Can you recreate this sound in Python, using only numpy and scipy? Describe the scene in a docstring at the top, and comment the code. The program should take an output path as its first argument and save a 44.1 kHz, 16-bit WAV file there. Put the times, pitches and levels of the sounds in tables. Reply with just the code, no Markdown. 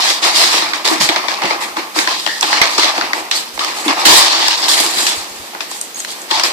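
"""Right by a cardboard box, at a small stereo camera: packing tape and brown paper are torn and scraped off.
Fibres and glue let go as dense noise bursts and single snaps, filtered by resonances of box, air and sheet.
Brief rings of narrow-band noise are low box thumps and high squeaks; hiss and low bumps are shaped noise.
The strongest peaks overload the input."""
import sys
import numpy as np
from scipy import signal
from scipy.fft import rfft, irfft
from scipy.io import wavfile
from scipy.ndimage import uniform_filter1d

SR = 44100
rng = np.random.default_rng(int(sys.argv[2]) if len(sys.argv) > 2 else 0)


def store_wav(level_fs):
    """Save 16-bit WAV to argv[1]."""
    pcm = np.round(np.clip(np.atleast_2d(level_fs), -1, 1) * 32767)
    wavfile.write(sys.argv[1], SR, pcm.T.astype(np.int16))


def field_ratio(decibels):
    """Amplitude ratio for a level in dB (20 dB per decade); scalars and array-likes work."""
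    return 10 ** (np.asarray(decibels, dtype=float) / 20)


N = 287840

# resonances of each part: (centre [Hz], width before broadening [Hz], relative level [dB])
BOX_AIR_MODES = [(150, 240, -18), (311, 31.8, 2), (353, 38.5, 1.5), (468, 86, -4.5)]
BOX_WALL_MODES = [(661, 134, -6.5), (849, 128, -1), (1050, 207, -3), (1240, 175, -4)]
SHEET_MODES = [(1737, 465, 0), (2480, 637, 0.0047)]
FIBRE_MODES = [(3280, 1156, -3.5), (4500, 1227, 2), (5190, 1346, -0.5), (6790, 2250, -13.5)]
FIZZ_MODES = [(7260, 1350, -13), (9600, 8000, -29.5), (12600, 3100, -36)]
# snaps: (time [s], crack peak [dB], crack ring [Hz], drive of the box knock [dB], left over right [dB])
SNAPS = [(0.4355, -5.5, 1800, -9, -3), (0.539, -12, 1480, 0, -3), (0.6204, -10, 1890, 0, 0),
         (0.7333, -7, 1840, -21, -5), (0.845, -15, 3810, -19, -7), (0.859, -13.5, 2000, -6, -6),
         (0.8753, -4, 4800, -13, -2), (1.009, -13, 4840, -4, -13), (1.089, 1.5, 2100, -13, -4),
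         (1.095, -7, 3400, -24, 11), (1.16, -1.5, 1780, -10, 0), (1.283, -7, 2240, -11.5, 9),
         (1.419, -8, 2110, -13, -2), (1.435, -10.5, 2830, -11, -2), (1.4535, -9.5, 2200, -10, -3),
         (1.5076, -5.5, 2050, -7.5, 0), (1.768, -12.5, 2180, -4, 3), (1.9597, -18, 4650, 4, 0),
         (1.9874, 3.5, 2130, -40, -1), (2.0732, -2, 1740, -15.5, -3), (2.2631, -5, 2930, -12, 7.5),
         (2.273, -5.5, 1820, -12.5, 4), (2.4092, -3, 6000, -37, -3), (2.4268, 2, 3500, -15, -1),
         (2.528, -1, 1700, -9.5, -2), (2.578, -10, 2100, -11, 3), (2.615, 7.5, 2080, -20.5, -4.5),
         (2.781, -4, 5400, -4.5, 2), (2.7938, -4.5, 3940, -15, -4), (2.832, -3.5, 2040, -13, -3),
         (2.843, -6, 3550, -8, -5), (2.979, -8.5, 2120, -8, 1), (3.0105, -3, 1460, -21, 2),
         (3.1316, -4.5, 1970, -8, 1), (3.312, -2.5, 3760, -35, -2), (3.575, -19.5, 2070, -7, -13.5),
         (3.5919, -9, 3860, -25, 5), (3.646, -10, 4520, -23, -4.0), (3.8794, -1, 3570, -15, 0),
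         (3.9789, -18, 2620, -14, 3), (4.053, 3, 4230, -34, -14), (4.4812, -3.5, 4900, -16, 1),
         (4.5084, -8, 3000, -23, -9), (4.5286, -12, 4500, -30, 5), (4.682, -5.5, 3820, -9, -7),
         (4.8002, -10, 4500, -7, -8), (5.0664, -2.5, 4040, -34, 3), (5.5478, -20.5, 1500, -3, -2),
         (5.6055, -11, 2400, -20, 9), (5.7129, -16, 7250, -10, -2), (5.812, -7.5, 8650, -35, 7),
         (6.0018, -16, 6630, -33, 15), (6.0472, -10, 4100, -22, -1), (6.216, -18, 7540, -24, -0.5),
         (6.3104, -3.5, 3230, -17, 8), (6.3963, -6, 4200, -23, 3), (6.435, -2, 5170, -28, 4)]
CRACK_T60_S = 0.012
AFTER_DB, AFTER_T60_S = -16, 0.24  # rustle after every snap, re its crack
# brief rings, low thumps from the pressed box, high squeaks from taut slipping strips:
# (time [s], length [s], centre [Hz], width per filter pass [Hz], level before the envelope [dB])
RINGS = [(0.259, 0.033, 297, 60, -33), (0.905, 0.072, 320, 50, -22), (1.766, 0.04, 322, 60, -27),
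         (1.961, 0.064, 313, 60, -27.5), (4.06, 0.045, 297, 70, -20.5), (1, 0.053, 150, 50, -20),
         (1.437, 0.032, 150, 50, -26.5), (2.07, 0.089, 1050, 150, -24.5), (2.103, 0.14, 3900, 300, -33),
         (2.271, 0.14, 1830, 200, -26), (2.275, .06, 2970, 200, -38), (3.355, 0.028, 4500, 250, -19),
         (3.6, 0.057, 1185, 150, -23), (3.858, 0.063, 293, 59, -22), (5.816, 0.021, 8200, 90, -31),
         (5.944, 0.007, 6550, 150, -24.5), (5.957, 0.014, 6590, 90, -24), (5.964, 0.072, 8170, 60, -35),
         (5.99, 0.026, 6620, 90, -30), (6.317, .05, 900, 150, -18.5)]
# hiss spectrum: (frequency [Hz], relative density [dB per Hz])
HISS_SPECTRUM = [(40, 14.5), (130, 7), (250, 9.5), (800, 10), (1500, 6.5), (4200, 7.5), (13000, -4.5),
                 (15000, 4)]
HISS_RMS_DB = -33
# likeness of the two ports: (frequency [Hz], left-right correlation [-1..1, clipped])
PORT_LIKENESS = [(60, -0.075), (120, -0.27), (240, 0.82), (480, 0.83), (750, 0.8), (950, 0.7), (1890, 0.12),
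                 (3760, -0.22), (7500, 0.3), (15000, -1.4)]
# port sensitivity: (frequency [Hz], left over right [dB])
PORT_BALANCE = [(60, 13), (180, 2.8), (550, 1), (1640, -0.5), (4960, 1), (15000, -9.5)]
LEFT_LATE_SAMPLES = 9.36  # the parcel lies nearer the right port
# tugs of the hand: (start [s], hold [s], force [dB], tear over box [dB], tape in the tear [dB])
TUGS = [(-0.05, 0.045, -22.5, 8, -15), (0.015, 0.097, -23.5, 7.5, -11), (0.212, 0.066, -20, 4.5, -9.5),
        (0.322, 0.096, -23.5, 11.5, -9.5), (0.393, .1, -25.5, 5, -7), (0.495, 0.085, -21.5, 4, -7.5),
        (0.622, 0.077, -26.5, 0, -16), (0.732, 0.024, -25.5, 1, -12), (0.845, 0.042, -23, 7, -11.5),
        (0.892, 0.033, -22.5, -1, -3.5), (0.996, 0.04, -20.5, 5.5, -7.5), (1.1, .02, -22.5, -2, -24),
        (1.158, .015, -22, -4, -18), (1.19, 0.083, -30, -2, -18), (1.285, 0.034, -24.5, 0.5, -19),
        (1.383, .015, -27.5, -9, -9), (1.408, .06, -21, -5.5, -14), (1.491, 0.034, -20, -7, -24),
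        (1.597, 0.042, -27, -0.5, -5), (1.758, .03, -24, -5.5, -10), (1.941, 0.073, -24.5, 3, -4),
        (2.065, 0.05, -26.5, 5.5, -14), (2.142, 0.11, -39, 12, -11), (2.273, 0.13, -37, 9.5, -12),
        (2.417, 0.07, -23.5, 0.5, -8), (2.48, 0.11, -21, 1.5, -26), (2.612, 0.055, -23.5, 4, -17.5),
        (2.688, .05, -30.5, 5.5, -10), (2.775, 0.11, -22, 5, -23), (2.949, .035, -26, -3, -10),
        (3.015, 0.037, -23.5, -5, -18), (3.136, 0.056, -27.5, -2.5, -6), (3.309, 0.021, -28, 8.5, -27),
        (3.339, 0.032, -34.5, 9.5, -1), (3.53, 0.024, -45, 6, 2), (3.588, .12, -26, 1, -11),
        (3.734, 0.078, -30.5, 1, -1), (3.837, .04, -25, -3, -3), (3.878, 0.028, -18, -1, -17),
        (3.917, 0.2, -23, -0.5, -13), (4.05, 0.13, -16, 6.5, -5.5), (4.188, 0.086, -25, 11, -17),
        (4.265, 0.15, -22.5, 2.5, -24), (4.361, .18, -25, 7, -22), (4.553, 0.049, -29, 4.5, -7),
        (4.603, 0.081, -27, 6.5, -14), (4.679, 0.06, -26.5, 10.5, -5), (4.73, 0.12, -24, 5.5, -1.5),
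        (4.857, 0.12, -31, 6.5, -3.5), (4.936, 0.11, -29, 8.5, -2.5), (5.061, 0.02, -27, 10, -5.5),
        (5.1, 0.12, -35.5, 2, 0), (5.19, .3, -43.5, 3.5, -0.5), (5.528, 0.026, -33.5, -12, -15),
        (5.602, .01, -34, 5, -7), (5.675, 0.086, -40.5, 4.5, 3), (5.8, .05, -55, 7, 12),
        (5.938, 0.076, -47, 9, 5), (6.064, 0.054, -40, 7.5, -2), (6.144, 0.096, -41.5, -5, 7),
        (6.277, 0.044, -38, 3.5, -6), (6.303, 0.086, -21.5, 2.5, -43), (6.431, 0.037, -23, 4, -9)]
# answer of each part to a tug:
# (level over force [dB], share of the tear [factor], share of the tape [factor], fade after the hold [dB/s])
TUG_ANSWER = {"air": (-6.5, -0.08, 0.25, 111), "wall": (0, 0, 0, 104), "sheet": (-0.5, 0.3442, 0.06, 122),
              "fibres": (0.5, 1, 0, 141), "fizz": (0.5, 1, 1, 189)}
FREED_WITHIN_S, FREED_RISE_S = 0.008, 0.0061  # a snap this near the start frees the tug: it bites this fast
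SWELL_SHARE = 0.45  # any other tug swells over this share of its hold
PATCH_DB = 1.62  # rms colour drift of the tear as the creases move
# rumble spectrum: (frequency [Hz], relative density [dB per Hz])
RUMBLE_SPECTRUM = [(20, -18), (45, 2), (80, -14.5), (120, -34), (200, -70)]
RUMBLE_RMS_DB = -25  # before the bass cut


def evened(x):
    """Scales so that the mean of both channels has rms 1."""
    return x / np.sqrt(np.mean(x.mean(0) ** 2) + 1e-20)


def read(points, hz):
    """Spectrum table interpolated over log frequency."""
    f, value = np.transpose(points)
    return np.interp(np.log(hz + 1), np.log(f + 1), value)


def through(x, response):
    """Filters by a frequency response."""
    return irfft(rfft(x) * response, x.shape[-1])


def ring(hz, width_hz, size):
    """Response of one resonance, a conjugate pole pair of gain about 1 at its centre."""
    pole = np.exp((2j * np.pi * hz - np.pi * width_hz) / SR)
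    back = np.exp(-2j * np.pi * np.fft.rfftfreq(size))
    return (1 - abs(pole)) * (1 / (1 - pole * back) + 1 / (1 - pole.conjugate() * back))


def body(modes, size):
    """Resonances of alternating sign, each passed twice so that the valleys stay dark."""
    response = 0
    for k, (hz, width_hz, db) in enumerate(modes):
        response = response + (-1) ** k * field_ratio(db) * ring(hz, 1.74 * width_hz, size) ** 2
    return response


def pair_noise():
    """Noise at two ports whose likeness varies with frequency; the left one lags."""
    a, b = rfft(rng.standard_normal((2, N)))
    hz = np.fft.rfftfreq(N, 1 / SR)
    same = np.clip(read(PORT_LIKENESS, hz), -1, 1)
    late = np.exp(-2j * np.pi * hz * LEFT_LATE_SAMPLES / SR)
    right = same * a + np.sqrt(1 - same ** 2) * b
    return irfft(np.array([a * late, right]), N)


def dying(power, t60_s):
    """Each spike of power dies away by 60 dB in t60_s."""
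    return signal.lfilter([1], [1, -np.exp(-2 * np.log(1000) / (t60_s * SR))], power)


def grains(per_s, spread_db, t60_s, clump_db):
    """Random noise bursts whose sizes scatter and vary together in clumps."""
    clumps = uniform_filter1d(rng.standard_normal(N), size=700)
    scatter_db = spread_db * np.minimum(rng.exponential(1, N), 5)
    size_db = scatter_db + clump_db * clumps / clumps.std()
    struck = rng.random(N) < per_s / SR
    power = dying(field_ratio(2 * size_db) * struck, t60_s)
    return np.sqrt(power / power.mean()) * pair_noise()


def pull_levels():
    """Levels of the five vibrating parts: every tug bites, holds and fades, and the powers add."""
    start, hold, force_db, tear_db, tape_db = np.transpose(TUGS)[:, :, None]
    t = np.arange(0, N, 32) / SR
    freed = abs(start - np.transpose(SNAPS)[0]).min(axis=1, keepdims=True) < FREED_WITHIN_S
    rise_s = np.where(freed, FREED_RISE_S, SWELL_SHARE * hold)
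    bite = np.clip((t - start) / rise_s, 0, 1) ** 2  # power
    after_s = np.maximum(t - start - hold, 0)
    levels = []
    for db, tear, tape, fade in TUG_ANSWER.values():
        level_db = force_db + db + tear * tear_db + tape * tape_db - fade * after_s
        power = (bite * field_ratio(2 * level_db)).sum(0)
        levels.append(np.interp(np.arange(N) / SR, t, np.sqrt(power)))
    return levels


def patchy(x):
    """Random patches of a few hundred Hz and some tens of ms come forward or recede."""
    z = signal.stft(x, nperseg=512)[2]
    patches = uniform_filter1d(rng.standard_normal(z.shape[1:]), size=4, axis=0)
    patches = uniform_filter1d(patches, size=10, axis=1)
    return signal.istft(z * field_ratio(PATCH_DB * patches / patches.std()), nperseg=512)[1][:, :N]


def tearing():
    """Coarse grains shake box and sheet, finer ones drive sheet and fibres, glue grains the fizz."""
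    air, wall, sheet, fibres, fizz = pull_levels()
    coarse = grains(per_s=820, spread_db=0.5, t60_s=0.065, clump_db=0.5)
    fine = grains(per_s=1600, spread_db=4.0, t60_s=0.27, clump_db=-1.0)
    # single stiff fibres crackle
    fine = fine + 0.45 * grains(per_s=260, spread_db=2.6, t60_s=0.008, clump_db=2.0)
    # threads of glue part on their own
    glue = grains(per_s=680, spread_db=-0.5, t60_s=0.15, clump_db=1.6)
    box = air * evened(through(coarse, body(BOX_AIR_MODES, N)))
    box = box + wall * evened(through(coarse, body(BOX_WALL_MODES, N)))
    paper = sheet * evened(through(coarse + fine, body(SHEET_MODES, N)))
    paper = paper + fibres * evened(through(fine, body(FIBRE_MODES, N)))
    film = fizz * evened(through(glue, body(FIZZ_MODES, N)))
    return patchy(box + paper + film)


def room_tone():
    """Microphone hiss and faint room air: steady noise with a shaped spectrum."""
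    spectrum = field_ratio(read(HISS_SPECTRUM, np.fft.rfftfreq(N, 1 / SR)))
    return field_ratio(HISS_RMS_DB) * evened(through(pair_noise(), spectrum))


def rumble():
    """Low lumpy bumps under the tearing: sparse grains, low-passed."""
    lumps = grains(per_s=4.3, spread_db=4.5, t60_s=0.14, clump_db=-3.0)
    spectrum = field_ratio(read(RUMBLE_SPECTRUM, np.fft.rfftfreq(N, 1 / SR)))
    return field_ratio(RUMBLE_RMS_DB) * evened(through(lumps, spectrum))


def thumps_and_squeaks():
    """Brief rings of narrow-band noise, low box thumps and high squeaks, that start quickly and fade."""
    out = np.zeros((2, N))
    for s, length_s, hz, width_hz, db in RINGS:
        noise = rng.standard_normal((3, 8192))
        at = slice(round(s * SR), round((s + length_s) * SR))
        size = at.stop - at.start
        ports = noise[:2] + 0.85 * noise[2]  # partly shared
        tone = evened(through(ports, ring(hz, width_hz, 8192) ** 2))[:, :size]
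        envelope = signal.windows.tukey(size, .25) * field_ratio(np.linspace(3.0, -5.0, size))
        out[:, at] += field_ratio(db) * tone * envelope
    return out


def snaps():
    """A wide crack of a few ms coloured by the patch that lets go, a knock on the box, a rustling aftersound."""
    size = 8192
    out, noise, t = np.zeros((2, N + size)), np.tile(pair_noise(), 2), np.arange(size) / SR
    paper = 0.63 * body(SHEET_MODES, size) + 0.66 * body(FIBRE_MODES, size)
    film = 1.4 * body(FIZZ_MODES, size)
    box = field_ratio(18) * body(BOX_WALL_MODES, size) + field_ratio(13) * body(BOX_AIR_MODES, size)
    crack_shape = field_ratio(-60 * np.maximum(t - .0015, 0) / CRACK_T60_S)
    shape = (crack_shape + field_ratio(AFTER_DB - 60 * t / AFTER_T60_S)) * np.minimum(t / 0.00073, 1)
    for s, db, hz, knock_db, pan_db in SNAPS:
        at = slice(round(s * SR), round(s * SR) + size)
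        burst = noise[:, at] * shape
        sheet_share = 1 / (1 + (hz / 5800) ** 6)  # high ticks come from the thin film alone
        patch = 1.82 * ring(hz, 0.12 * hz, size) * np.sqrt(3000 / hz)
        crack = through(burst, sheet_share * paper + film * (hz / 6000) + patch)
        peak = abs(crack.mean(0)).max()
        knock = field_ratio(knock_db) * through(burst, box)
        out[:, at] += (crack / peak + knock) * field_ratio([[db + pan_db / 2], [db - pan_db / 2]])
    return out[:, :N]


def scene():
    """Everything at the microphone ports."""
    return tearing() + snaps() + thumps_and_squeaks() + room_tone() + rumble()


def top_cut(x):
    """Nothing passes above the cut-off."""
    return signal.sosfilt(signal.butter(12, 15550, fs=SR, output="sos"), x)


def record(dry):
    """Unequal ports, steep treble edge, bass cut, hard overload."""
    hz = np.fft.rfftfreq(N, 1 / SR)
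    tilt_db = read(PORT_BALANCE, hz) / 2
    treble_edge = 1 / np.sqrt(1 + (hz / 14600) ** 120)
    ports = through(dry, field_ratio([tilt_db, -tilt_db]) * treble_edge)
    cut = signal.sosfilt(signal.butter(4, 185, "high", fs=SR, output="sos"), ports)
    return top_cut(np.clip(cut, -1, 1))


dry = scene()
out = record(dry)
store_wav(out)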